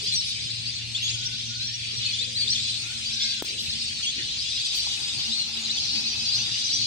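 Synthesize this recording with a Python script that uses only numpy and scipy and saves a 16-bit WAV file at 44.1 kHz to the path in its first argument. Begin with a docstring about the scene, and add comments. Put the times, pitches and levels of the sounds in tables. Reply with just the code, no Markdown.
"""Whistling ducks on a lake.

Hundreds of ducks call at once, heard from the leafy bank. Their short arched whistles pile up into a
seething chorus; nearer birds stand out, scattered by reeds and leaves and echoed by the tree line.
A far motor hums, a few other birds call, leaves rustle, and one sharp pop falls in the middle."""
import sys
import numpy as np
from scipy import signal
from scipy.fft import rfft, irfft, next_fast_len
from scipy.io import wavfile
from scipy.ndimage import uniform_filter1d

SR = 44100
rng = np.random.default_rng(int(sys.argv[2]) if len(sys.argv) > 2 else 0)


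def transcribe(u):
    """Save the signal u as a 16-bit wav file named by the first command-line argument.

    u: samples, shape (n,) or (channels, n), limited to [-1, 1]; the rate is SR.
    q: integer samples, one column per channel.
    """
    v = np.clip(np.atleast_2d(u).T, -1, 1)
    q = np.round(v * 32767).astype(np.int16)
    wavfile.write(sys.argv[1], SR, q)


N = 302526
TIME = np.arange(N) / SR
FLOCK_LAG_S = 0.0008033  # the flock reaches the right microphone first


def amp(db):
    """Decibels to gain."""
    return 10 ** (np.asarray(db) / 20)


def unit(x):
    """Scales to rms 1."""
    return x / np.sqrt(np.mean(x ** 2) + 1e-20)


def pan(left_db):
    """Stereo gains that put the left side left_db above the right."""
    return amp([[left_db / 2], [-left_db / 2]])


def eq_db(points, hz):
    """Reads an EQ curve on a log-frequency axis."""
    f, db = np.transpose(points)
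    return np.interp(np.log(hz + 1), np.log(f + 1), db)


def follow(rows, t=TIME, column=1):
    """Reads one column of a curve at times t."""
    rows = np.asarray(rows)
    return np.interp(t, rows[:, 0], rows[:, column])


def add(mix, s, sound):
    """Mixes a sound in at time s, cut to the scene."""
    at = int(round(s * SR))
    sound = sound[..., max(-at, 0):]
    part = mix[..., max(at, 0):][..., :sound.shape[-1]]
    part += sound[..., :part.shape[-1]]


def shape(x, gain):
    """Filters by a gain that is a function of frequency."""
    size = next_fast_len(x.shape[-1] + 2048)
    return irfft(rfft(x, size) * gain(np.fft.rfftfreq(size, 1 / SR)), size)[..., :x.shape[-1]]


def equalise(x, points):
    """Colours a sound with an EQ curve."""
    return shape(x, lambda f: amp(eq_db(points, f)))


def lowpass(x, hz, order):
    """Rolls off the top by 6 dB an octave for each order."""
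    return shape(x, lambda f: 1 / np.hypot(1, (f / hz) ** order))


def above(x, edge_hz):
    """The part of a sound above a steep edge."""
    return x - shape(x, lambda f: 1 / (1 + (f / edge_hz) ** 20))


def delay_left(x, lag_s):
    """Places a sound to the right by delaying its left channel."""
    return shape(x, lambda f: np.exp(-2j * np.pi * f * np.array([[lag_s], [0]])))


def noise_pair(correlation):
    """White noise at two microphones, partly shared."""
    left, other = rng.standard_normal((2, N))
    return np.array([left, correlation * left + np.sqrt(1 - correlation ** 2) * other])


def wander(rate_hz):
    """A smooth random modulator of rms 1."""
    return unit(shape(rng.standard_normal(N), lambda f: np.exp(-(f / rate_hz) ** 2)))


def shimmer(x, depth_db, steps):
    """Fades narrow bands in and out independently; a fade lasts so many steps of 3 ms."""
    bands = signal.stft(x, nperseg=256)[2]
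    fades = uniform_filter1d(rng.standard_normal(bands.shape[1:]), size=4, axis=0)
    fades = unit(uniform_filter1d(fades, size=steps, axis=1))
    return signal.istft(bands * amp(depth_db * fades))[1][:, :N]


def echoes(x, t60_s, predelay_s, taps_per_s=2000):
    """Scattered reflections, different at each microphone; foliage dulls them."""
    t = TIME[:SR]
    taps = rng.standard_normal((2, SR)) * (rng.random((2, SR)) < taps_per_s / SR)
    taps *= (t > predelay_s) * amp(-60 * t / t60_s)
    taps /= np.linalg.norm(taps, axis=1, keepdims=True)
    return lowpass(signal.fftconvolve(x, taps, axes=1)[:, :N], hz=8500, order=2)


def tree_line(x):
    """The long echo of the far bank and its trees."""
    return echoes(x, t60_s=0.66, predelay_s=0.017)


def through_leaves(notes, broken_db=-3, smeared_db=-9):
    """Foliage breaks up and smears the overtones of a whistle, and takes the highest away."""
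    high = above(notes, edge_hz=6300)
    broken = amp(broken_db) * shimmer(high, depth_db=3, steps=3)
    smeared = amp(smeared_db) * echoes(high, t60_s=0.13, predelay_s=.001)
    return lowpass(notes - high + broken + smeared, hz=9200, order=6)


def whistle(length_s, start_hz, mid_hz, end_hz, overtone_db, lag_s, quiver, third_db=-18):
    """One note at both microphones: an arch of pitch with a quiver and two weaker overtones."""
    u = np.linspace(0, 1, max(int(length_s * SR), 64))
    arch_hz = mid_hz - (start_hz + end_hz) / 2
    hz = start_hz + (end_hz - start_hz) * u + 4 * arch_hz * u * (1 - u)
    hz *= 1 + quiver[:len(u)]
    phase = 2 * np.pi * (np.cumsum(hz) / SR - np.array([[lag_s], [0]]) * hz)
    third = amp(third_db) * np.sin(3 * phase) * (hz < SR / 6)  # muted where it would alias
    voice = np.sin(phase) + amp(overtone_db) * (np.sin(2 * phase) + third)
    return voice * np.sqrt(2) * np.abs(np.sin(np.pi * u)) ** 0.23


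def calls(rows, quiver_depth, quiver_hz, overtone, lag_s, lag_spread_s):
    """Plays a table of notes, each from its own direction; overtone gives dB for a pitch."""
    out, quiver = np.zeros((2, N)), quiver_depth * wander(quiver_hz)
    for (s, length, hz, sweep, arch, db), side in zip(rows, rng.standard_normal(len(rows))):
        start, end = hz * 2 ** (-sweep / 2 - arch), hz * 2 ** (sweep / 2 - arch)
        lag = lag_s + lag_spread_s * side
        add(out, s, amp(db) * whistle(length, start, hz, end, overtone(hz), lag, quiver[int(s * SR):]))
    return out


# Tone of the outdoor rumble: (frequency [Hz], level [dB])
RUMBLE_EQ = [(12, -63), (20, -32.5), (80, -3), (112, -5.5), (146, -6), (198, -13), (237, -10.5), (263, -15),
             (473, -20.5), (556, -25), (882, -28), (1170, -36.5), (1400, -65), (1820, -58), (3080, -120)]
# Tone of the breeze in the trees: (frequency [Hz], level [dB])
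BREEZE_EQ = [(150, -50), (310, 6), (420, -2.5), (560, -15.5), (700, -1.5), (860, 2), (1050, -7.5),
             (1300, -3.5), (2200, -3.5), (5000, -55), (11000, -14), (15000, -29)]
# Fader ride of the breeze: (time [s], level [dB])
BREEZE_RIDE = [(0, -58), (.3, -91), (1, -58.5), (1.8, -88), (2.8, -60), (4.1, -67.5), (4.8, -57),
               (5.2, -53.5), (5.95, -52.5), (6.3, -53.5), (6.86, -61)]


def open_air(rumble_db=-49.5, swell_db=2, breeze_db=0.5, gust_db=2.6):
    """The bed: a lumpy outdoor rumble and a faint breeze in the trees."""
    rumble = unit(equalise(noise_pair(0.78), RUMBLE_EQ))
    breeze = unit(equalise(noise_pair(0.33), BREEZE_EQ))
    rumble *= amp(rumble_db + swell_db * wander(5.9))
    breeze *= amp(follow(BREEZE_RIDE) + breeze_db + gust_db * wander(14.3))
    return rumble + breeze


# Fader rides of the motor's two tones: (time [s], firing level [dB], octave level [dB])
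MOTOR_RIDE = [(0, -46.5, -63.5), (.6, -46, -56), (1.2, -43.5, -55.5), (2.8, -47, -52.5), (3.65, -59, -53),
              (4.45, -54, -61), (5, -59, -80), (5.3, -65, -46.5), (5.95, -63, -49.5), (6.4, -44, -50.5),
              (6.86, -48.5, -48)]


def far_motor(firing_hz=115.1, firing_db=-1, octave_db=-3, waver=0.00866, flutter_db=2.5, fade_db=4):
    """A firing tone and its octave waver on the way over the water; the octave fades in and out."""
    phase = 2 * np.pi * np.cumsum(firing_hz * (1 + waver * wander(8))) / SR
    firing = amp(follow(MOTOR_RIDE) + firing_db + flutter_db * wander(23))
    octave = amp(follow(MOTOR_RIDE, column=2) + octave_db + flutter_db * wander(28))
    octave *= amp(fade_db * wander(10.5))
    return np.sqrt(2) * (firing * np.sin(phase) + octave * np.sin(2 * phase))


# Leaf brushes and soft bumps: (time [s], length [s], centre [Hz], width [Hz], level [dB])
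RUSTLE_CUES = [(0, 0.08, 404, 200, -52), (0, 0.22, 182, 60, -49), (0.027, 0.027, 10600, 2500, -50),
               (3.42, 0.061, 15100, 3000, -60), (3.424, 0.19, 375, 296, -51),
               (3.572, 0.1, 11000, 4000, -51.5), (3.99, 0.026, 1600, 696, -48),
               (4.151, 0.075, 260, 232, -44.5), (4.174, 0.054, 1970, 595, -40),
               (4.74, 0.051, 10800, 6560, -41.5), (4.865, 0.011, 930, 500, -44),
               (5.877, 0.18, 252, 126, -47), (6.582, 0.27, 252, 150, -53)]


def rustles():
    """Short puffs of noise from leaves and soft bumps; each rises quickly and fades."""
    out = np.zeros((2, N))
    for s, length, hz, width, db in RUSTLE_CUES:
        noise = rng.standard_normal((2, SR))[:, :int(2 * length * SR)]  # room for the tail
        puff = unit(shape(noise, lambda f: np.exp(-2 * ((f - hz) / width) ** 2)))
        age = TIME[:puff.shape[1]] / (length / 2)  # 1 at the peak
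        add(out, s, amp(db) * puff * (age * np.exp(1 - age)) ** 2)
    return out * pan(left_db=3)


# Mellow gliding calls from beyond the trees:
# (time [s], length [s], pitch [Hz], sweep [octaves], arch [octaves], level [dB])
FAR_BIRD_CUES = [(1.14, 0.22, 1484, 0.029, 0.0055, -53.5), (1.49, 0.13, 1463, 0.048, -0.013, -53.5),
                 (1.59, .16, 1690, 0.32, -.02, -52.5), (1.86, 0.09, 1252, -0.098, -0.049, -53),
                 (1.93, 0.05, 442, 0.14, .05, -51), (2.205, .15, 508, 0.063, .05, -46.5),
                 (2.44, 0.032, 428, -0.074, .01, -49), (2.8, .15, 1400, 0.23, -0.033, -50.5),
                 (3.11, 0.21, 1613, 0.017, 0.02, -47.5), (3.19, 0.11, 2150, -0.016, -0.001, -41),
                 (3.31, .11, 1560, -.25, 0.016, -50.5)]


def far_birds(direct_db=-7, scatter_db=-5, echo_db=-9):
    """Nearly pure notes that flutter as they pass through the trees."""
    notes = calls(FAR_BIRD_CUES, quiver_depth=.015, quiver_hz=150, overtone=lambda hz: -40,
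                  lag_s=.00067, lag_spread_s=.00004)
    notes *= 1 + .3 * wander(50)
    scattered = echoes(notes, t60_s=0.08, predelay_s=0.00056)
    return amp(direct_db) * notes + amp(scatter_db) * scattered + amp(echo_db) * tree_line(notes)


# High chirps: (time [s], length [s], pitch [Hz], sweep [octaves], arch [octaves], level [dB])
CHIRP_CUES = [(.125, 0.035, 10700, -0.31, 0, -45), (.215, 0.051, 9100, 0.51, .078, -48),
              (.25, 0.068, 10600, 0.02, 0.03, -49), (.855, 0.053, 10500, -0.099, .01, -61),
              (1.015, .06, 11400, 0, 0.026, -57), (1.255, 0.033, 11300, -0.045, .02, -61),
              (3.82, 0.039, 8500, -0.13, .02, -43), (4.04, .024, 8480, -.05, 0.022, -41)]


def small_birds(direct_db=-4, echo_db=-13):
    """Thin, fluttering chirps from the bank."""
    notes = calls(CHIRP_CUES, quiver_depth=.005, quiver_hz=120, overtone=lambda hz: -80,
                  lag_s=FLOCK_LAG_S, lag_spread_s=.00008)
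    notes = shimmer(notes, depth_db=3.5, steps=4)
    return amp(direct_db) * notes + amp(echo_db) * tree_line(notes)


# A sharp pop and a faint tick right behind it: (time [s], push level [dB], crack level [dB])
POP_CUES = [(3.4235, -17.5, -31), (3.4464, -37, -40)]


def pop(ring_hz=310, push_s=.0016, crack_s=.0026, hiss_db=-19, hiss_s=0.062):
    """A push of pressure that swings back once; its bright crack and faint hiss sit to the left."""
    t, out = TIME[:SR // 10], np.zeros((2, N))
    push = np.exp(-t / push_s) * np.cos(2 * np.pi * ring_hz * t)
    crack_envelope = np.exp(-t / crack_s) + amp(hiss_db) * np.exp(-t / hiss_s)
    for s, push_db, crack_db in POP_CUES:
        crack = crack_envelope * pan(left_db=7) * rng.standard_normal((2, len(t)))
        add(out, s, amp(push_db) * push + amp(crack_db) * crack)
    return out


def dip(centre_s=3.43, half_width_s=.02, depth_db=-9.5):
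    """A gain that drops briefly around the pop."""
    return amp(depth_db * np.exp(-((TIME - centre_s) / half_width_s) ** 8))


# Tone of the farthest ducks: (frequency [Hz], level [dB])
WASH_EQ = [(650, -85), (1100, -29), (2170, -7.5), (2430, -1), (3070, -3.5), (3470, -10.5), (4190, -12.5),
           (4900, -2), (5900, -2), (7490, -18.5), (8460, -13), (9670, -31.5), (10900, -29), (13400, -54),
           (14900, -41), (15800, -44)]


def far_flock():
    """The farthest ducks merge into a shimmering wash."""
    wash = delay_left(equalise(noise_pair(0.011), WASH_EQ), FLOCK_LAG_S)
    return unit(shimmer(wash, depth_db=2.3, steps=10))


# How whistles carry over water and through leaves: (frequency [Hz], gain [dB])
CARRY_EQ = [(1500, -18), (2100, -4), (2450, 3), (2900, 1), (3100, 0), (3400, 2.5), (3750, 1.5), (4700, 3.5),
            (5400, 2), (7000, -1), (8500, -18.5), (9800, -15.5), (13000, -24)]


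def mid_flock(count=1150, pitch_hz=3950, pitch_spread=.18, length_s=.033, beat_s=.12,
              rise=0.0352, sweep_spread=0.0812, arch=0.0598, near_db=2, edge_db=-0.67, overtone_db=-12):
    """Ducks at middle distance each give a two-note whistle; nearer ones are louder."""
    out, quiver = np.zeros((2, N)), 0.011 * wander(262)
    ducks = zip(rng.random((count, 2)), rng.standard_normal((count, 7)).clip(-2.4, 2.4))
    for turn, ((jitter, spot), (pitch, stretch, near, side, slope, bend, pause)) in enumerate(ducks):
        s = (turn + jitter) / count * (N / SR + beat_s) - beat_s  # calls keep coming at an even pace
        capped_pitch = min(pitch, 1.6 * np.tanh(pitch / 1.6))  # voices crowd under a highest pitch
        hz = pitch_hz * np.exp(pitch_spread * capped_pitch)
        length = length_s * np.exp(.35 * stretch)
        lag = FLOCK_LAG_S + .00012 * side
        gain = amp(near_db * near + edge_db * pitch ** 2 / 2)  # the highest and lowest are softer
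        glide = np.exp(-(pitch / 2.1) ** 2)  # middle voices swoop the most
        sag = glide * arch * (1 + 0.927 * bend)
        first = (0, rise + sweep_spread * slope)  # tends to sweep up
        second = (beat_s * np.exp(.25 * pause), sweep_spread * slope / 2)  # tends to level off
        for delay, sweep in (first, second):
            start, end = hz * np.exp(-glide * sweep - sag), hz * np.exp(glide * sweep - sag)
            note = whistle(length, start, hz, end, overtone_db, lag, quiver[int(spot * N / 2):])
            add(out, s + delay, gain * note)
    return unit(equalise(out, CARRY_EQ))


# The flock swells as the birds answer one another: (time [s], level [dB], shrillness [dB])
CHORUS_RIDE = [(0, -29.5, 0), (.3, -30, 0), (.88, -33.5, -1.2), (1, -30, -1.5), (1.55, -33, 3),
               (1.88, -33.5, -2), (2.05, -27.5, -1.5), (2.33, -33, -0.5), (2.45, -31.5, -2.5),
               (2.58, -28, -0.5), (2.9, -31.5, -1), (3.24, -28, 2.5), (3.42, -30.5, 0), (4.05, -31, -0.5),
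               (4.78, -28, 2.5), (5.35, -29, 1.5), (5.48, -32.5, 2.5), (5.68, -31, -1), (5.79, -25.5, 4),
               (6.05, -29.5, 3.5), (6.4, -27.5, 1.5), (6.86, -26.5, 6)]
# Fader ride of the treble, where the flock's overtones and their echoes lie: (time [s], level [dB])
TREBLE_RIDE = [(0.0, -48), (0.84, -52), (1.16, -50), (1.39, -52), (1.58, -53), (2.62, -46), (3.04, -48),
               (3.93, -47.5), (4.32, -49.5), (4.97, -45), (5.48, -51), (6.15, -49), (6.86, -47.5)]


def chorus(mid_db=-1.5, echo_db=-9, far_db=-6.5, surge_db=0.58, far_swell_share=0.52,
           tilt_hz=4500, treble_hz=6700, treble_db=2):
    """The flock swells and grows shriller as birds join in; far ones are steadier, the treble flickers."""
    mid = mid_flock()
    mid = amp(mid_db) * mid + amp(echo_db) * tree_line(mid)
    far = amp(far_db) * far_flock()
    level_db, shrill_db = follow(CHORUS_RIDE), follow(CHORUS_RIDE, column=2)
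    steady_db = level_db.mean()
    swell_db = level_db - steady_db + surge_db * wander(6.4)
    body = amp(swell_db) * mid + amp(far_swell_share * swell_db) * far
    body -= above(body, treble_hz)
    low = shape(body, lambda f: 1 / (1 + (f / tilt_hz) ** 10))
    tilted = low * amp(-shrill_db / 2) + (body - low) * amp(shrill_db)
    treble = unit(shimmer(above(mid + far, treble_hz), depth_db=1.6, steps=12))
    return amp(steady_db) * tilted + amp(follow(TREBLE_RIDE) + treble_db) * treble


def duck_overtone(hz, low_voice_hz=3170, reedy_db=-4, db_per_octave=-35.5):
    """A duck's overtone in dB: low whistles are reedy, high ones nearly pure."""
    return reedy_db + db_per_octave * np.log2(np.maximum(hz / low_voice_hz, 1))


# Near whistles: (time [s], length [s], pitch [Hz], sweep [octaves], arch [octaves], level [dB])
WHISTLE_CUES = [(.057, 0.031, 5560, 0.53, .02, -32.5), (.06, 0.043, 4640, 0.24, 0.19, -29.5),
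                (.072, .045, 5100, -0.097, 0.074, -33.5), (.115, 0.051, 4190, 0.21, -0.1, -25),
                (.205, 0.019, 4100, -0.24, 0.032, -29), (.24, 0.07, 5300, 0.028, 0.073, -36.5),
                (.295, 0.021, 4320, .08, -0.026, -39), (.498, 0.026, 4190, 0.4, 0.038, -31),
                (.655, 0.057, 4800, 0.23, 0.14, -31), (.745, 0.047, 4300, 0.012, 0, -36),
                (.948, 0.027, 3540, 0.21, 0.017, -25), (1.02, 0.065, 3400, 0.02, 0.096, -28),
                (1.025, 0.14, 6720, 0.052, 0.11, -36), (1.078, 0.032, 4400, 0.94, 0.019, -27.5),
                (1.143, 0.01, 3300, -.15, 0.035, -30), (1.595, 0.068, 4130, 0.15, .02, -31.5),
                (1.645, 0.067, 5600, 0, 0.067, -33), (1.73, .04, 5600, .04, 0.06, -34),
                (1.96, .04, 5650, -0.058, .04, -33), (2.05, 0.03, 4400, 0.17, -0.017, -27),
                (2.06, 0.012, 3500, .08, -0.065, -27), (2.132, 0.028, 3500, 0.082, 0.048, -30),
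                (2.514, 0.026, 4350, 0.17, -0.027, -24.5), (2.572, 0.033, 3500, 0.16, 0, -32),
                (2.61, 0.046, 7650, 0, .01, -42), (2.68, 0.042, 4110, 0.038, 0.054, -29.5),
                (3.05, 0.045, 4830, .15, .2, -31), (3.125, 0.031, 5820, .15, .08, -34),
                (3.203, 0.046, 3520, 0.27, -.02, -29), (3.225, 0.12, 4640, 0.002, 0.018, -31.5),
                (3.24, 0.023, 4200, 0.25, 0.014, -27), (3.215, 0.028, 5510, .12, 0.039, -27.5),
                (3.375, 0.024, 4300, .15, .03, -47), (3.485, 0.016, 4710, .05, .06, -32),
                (3.585, 0.037, 4140, .3, 0.26, -32.5), (3.687, 0.033, 4750, 0.45, 0.013, -31),
                (3.72, .022, 4430, 0.045, 0.04, -32), (3.75, 0.019, 5130, -0.041, 0.012, -33),
                (3.81, 0.023, 5100, 0.16, 0.05, -30.5), (3.855, 0.015, 5300, -.25, 0.029, -32),
                (4.025, 0.038, 2945, -0.31, -.06, -31), (4.06, 0.047, 3370, 0.15, 0.013, -26.5),
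                (4.385, 0.033, 4630, -.08, -0.011, -32), (4.412, 0.025, 5100, -0.15, .02, -33),
                (4.465, 0.046, 3420, 0.12, -.02, -34.5), (4.515, .045, 3740, 0.42, -.02, -35),
                (4.575, 0.054, 3710, .45, .03, -32.5), (4.645, .03, 3580, 0.27, -0.063, -27.5),
                (4.728, 0.025, 3850, 0.42, 0.022, -30), (4.775, 0.042, 4070, .12, .02, -30),
                (4.825, 0.038, 3870, 0.43, -0.021, -31), (4.86, .035, 4900, 0.026, .03, -30),
                (5.005, 0.049, 4950, 0.039, .12, -32), (5.085, .02, 5080, 0, 0.0057, -32),
                (5.15, 0.061, 4650, -0.22, .04, -33), (5.255, 0.018, 4300, -.2, -0.012, -32),
                (5.533, .018, 5020, 0, 0.035, -29), (5.565, 0.014, 3950, -.05, 0.02, -27.5),
                (5.567, 0.017, 3470, 0, .02, -31.5), (5.585, .1, 6750, -0.079, .04, -38),
                (5.645, 0.023, 4000, -0.026, 0.0082, -26), (5.728, 0.039, 5980, -.02, 0, -36),
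                (5.765, 0.025, 3420, -0.17, 0.016, -28.5), (5.92, 0.087, 4640, .06, 0.09, -28),
                (6.055, 0.043, 4550, 0.15, -0.072, -27.5), (6.092, .048, 5800, 0, 0.066, -36),
                (6.213, 0.032, 5050, .03, .05, -32), (6.26, 0.057, 4700, 0.12, .03, -30),
                (6.3, .03, 3800, .45, 0, -30.5), (6.35, 0.084, 5950, 0, 0.031, -32),
                (6.315, 0.073, 5030, 0.082, 0.088, -27.5), (6.33, 0.034, 4260, 0.24, .03, -26),
                (6.545, 0.038, 4870, .15, .03, -32), (6.603, 0.036, 4100, 0.64, -0.019, -32),
                (6.638, .045, 5980, 0.13, 0.05, -31), (6.68, .045, 4300, 0.71, .06, -29),
                (6.725, 0.051, 5780, 0.065, 0.029, -25), (6.79, 0.064, 4400, -0.038, 0.068, -30)]
# How much of a whistle the reeds and leaves scatter: (time [s], wet share [0-1])
SCATTER_MIX = [(0, 0), (2.6, 0.23), (3.6, 0), (5.65, 0.7), (5.9, 0.46), (6.86, 0.3)]


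def near_ducks(echo_db=-11, reeds_hz=5600):
    """Single whistles arrive partly straight, partly scattered, then return from the trees."""
    notes = calls(WHISTLE_CUES, quiver_depth=0.013, quiver_hz=257, overtone=duck_overtone,
                  lag_s=FLOCK_LAG_S, lag_spread_s=.00004)
    notes = through_leaves(notes)
    wet = follow(SCATTER_MIX)
    scattered = echoes(notes * np.sqrt(wet), t60_s=0.048, predelay_s=0.00055)
    scattered = lowpass(scattered, reeds_hz, order=6)  # bouncing in the reeds dulls it
    return notes * np.sqrt(1 - wet) + scattered + amp(echo_db) * tree_line(notes)


# Foreground ducks, one list of points for each slurred call: (time [s], pitch [Hz], level [dB])
SLURRED_CALLS = [
    [(.133, 7980, -47), (.153, 5890, -29), (.185, 5520, -24.5), (.21, 5320, -31)],
    [(1.22, 3220, -36), (1.245, 4700, -37), (1.265, 5750, -27.5), (1.281, 5530, -31)],
    [(2.185, 3470, -28), (2.213, 3680, -28), (2.23, 4270, -31), (2.262, 5230, -35)],
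    [(2.351, 3650, -34), (2.368, 4240, -25), (2.393, 4750, -29), (2.418, 4470, -23), (2.445, 4330, -26)],
    [(2.472, 3235, -28), (2.481, 3680, -23), (2.491, 4370, -29), (2.5, 5010, -25), (2.507, 5200, -20.5),
     (2.513, 5790, -25), (2.537, 5820, -30), (2.544, 4670, -34), (2.55, 3670, -29), (2.57, 3250, -23)],
    [(5.29, 3260, -39), (5.315, 3650, -35), (5.33, 3950, -24.5), (5.36, 4320, -33), (5.395, 4370, -25.5),
     (5.432, 4040, -26)],
    [(5.688, 3210, -33), (5.703, 3780, -27), (5.719, 4390, -20)],
]


def closest_ducks(overtone_db=-2, fade_s=.004, reeds_db=-14, echo_db=-9):
    """Each call is one unbroken, quivering glide of pitch, echoed by the reeds and the tree line."""
    out, quiver = np.zeros((2, N)), 0.0089 * wander(260)
    for points in SLURRED_CALLS:
        t = np.arange(points[0][0], points[-1][0], 1 / SR)
        hz = uniform_filter1d(follow(points, t), size=200, mode="nearest")  # rounds the corners
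        hz *= 1 + quiver[int(t[0] * SR):][:len(t)]
        phase = 2 * np.pi * (np.cumsum(hz) / SR - np.array([[FLOCK_LAG_S], [0]]) * hz)
        gate = np.minimum(np.minimum(t - t[0], t[-1] - t) / fade_s, 1)
        voice = np.sin(phase) + amp(overtone_db + duck_overtone(hz)) * np.sin(2 * phase)
        add(out, t[0], np.sqrt(2) * gate * amp(follow(points, t, column=2)) * voice)
    direct = through_leaves(out) * pan(left_db=1.5)
    reeds = echoes(direct, t60_s=0.031, predelay_s=.001)
    return direct + amp(reeds_db) * reeds + amp(echo_db) * tree_line(direct)


def scene():
    """The mix: ducks, other birds, rustles and the pop over a bed of open air and motor."""
    bed = delay_left(open_air() + far_motor(), lag_s=0.00087)
    ducks = (chorus() + near_ducks() + closest_ducks()) * dip()
    return bed + ducks + small_birds() + far_birds() + rustles() + pop()


# Colour of the microphone pair: (frequency [Hz], left minus right [dB])
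MIC_BALANCE_EQ = [(60, 2.5), (600, 4), (1080, -1.5), (1450, 1.5), (2700, 0.6), (4000, 3.5), (5750, 1),
                  (6700, 4.5), (8300, 11.5), (9900, 1), (11000, -5.5), (12500, -2), (15000, 8)]


def record(dry, high_cut_hz=15800):
    """Each microphone adds its own colour; a steep high cut follows."""
    coloured = shape(dry, lambda f: amp(np.array([[.5], [-.5]]) * eq_db(MIC_BALANCE_EQ, f)))
    high_cut = signal.firwin(511, high_cut_hz, window=("kaiser", 9), fs=SR)
    return signal.oaconvolve(coloured, high_cut[None], "same")


dry = scene()
out = record(dry)
transcribe(out)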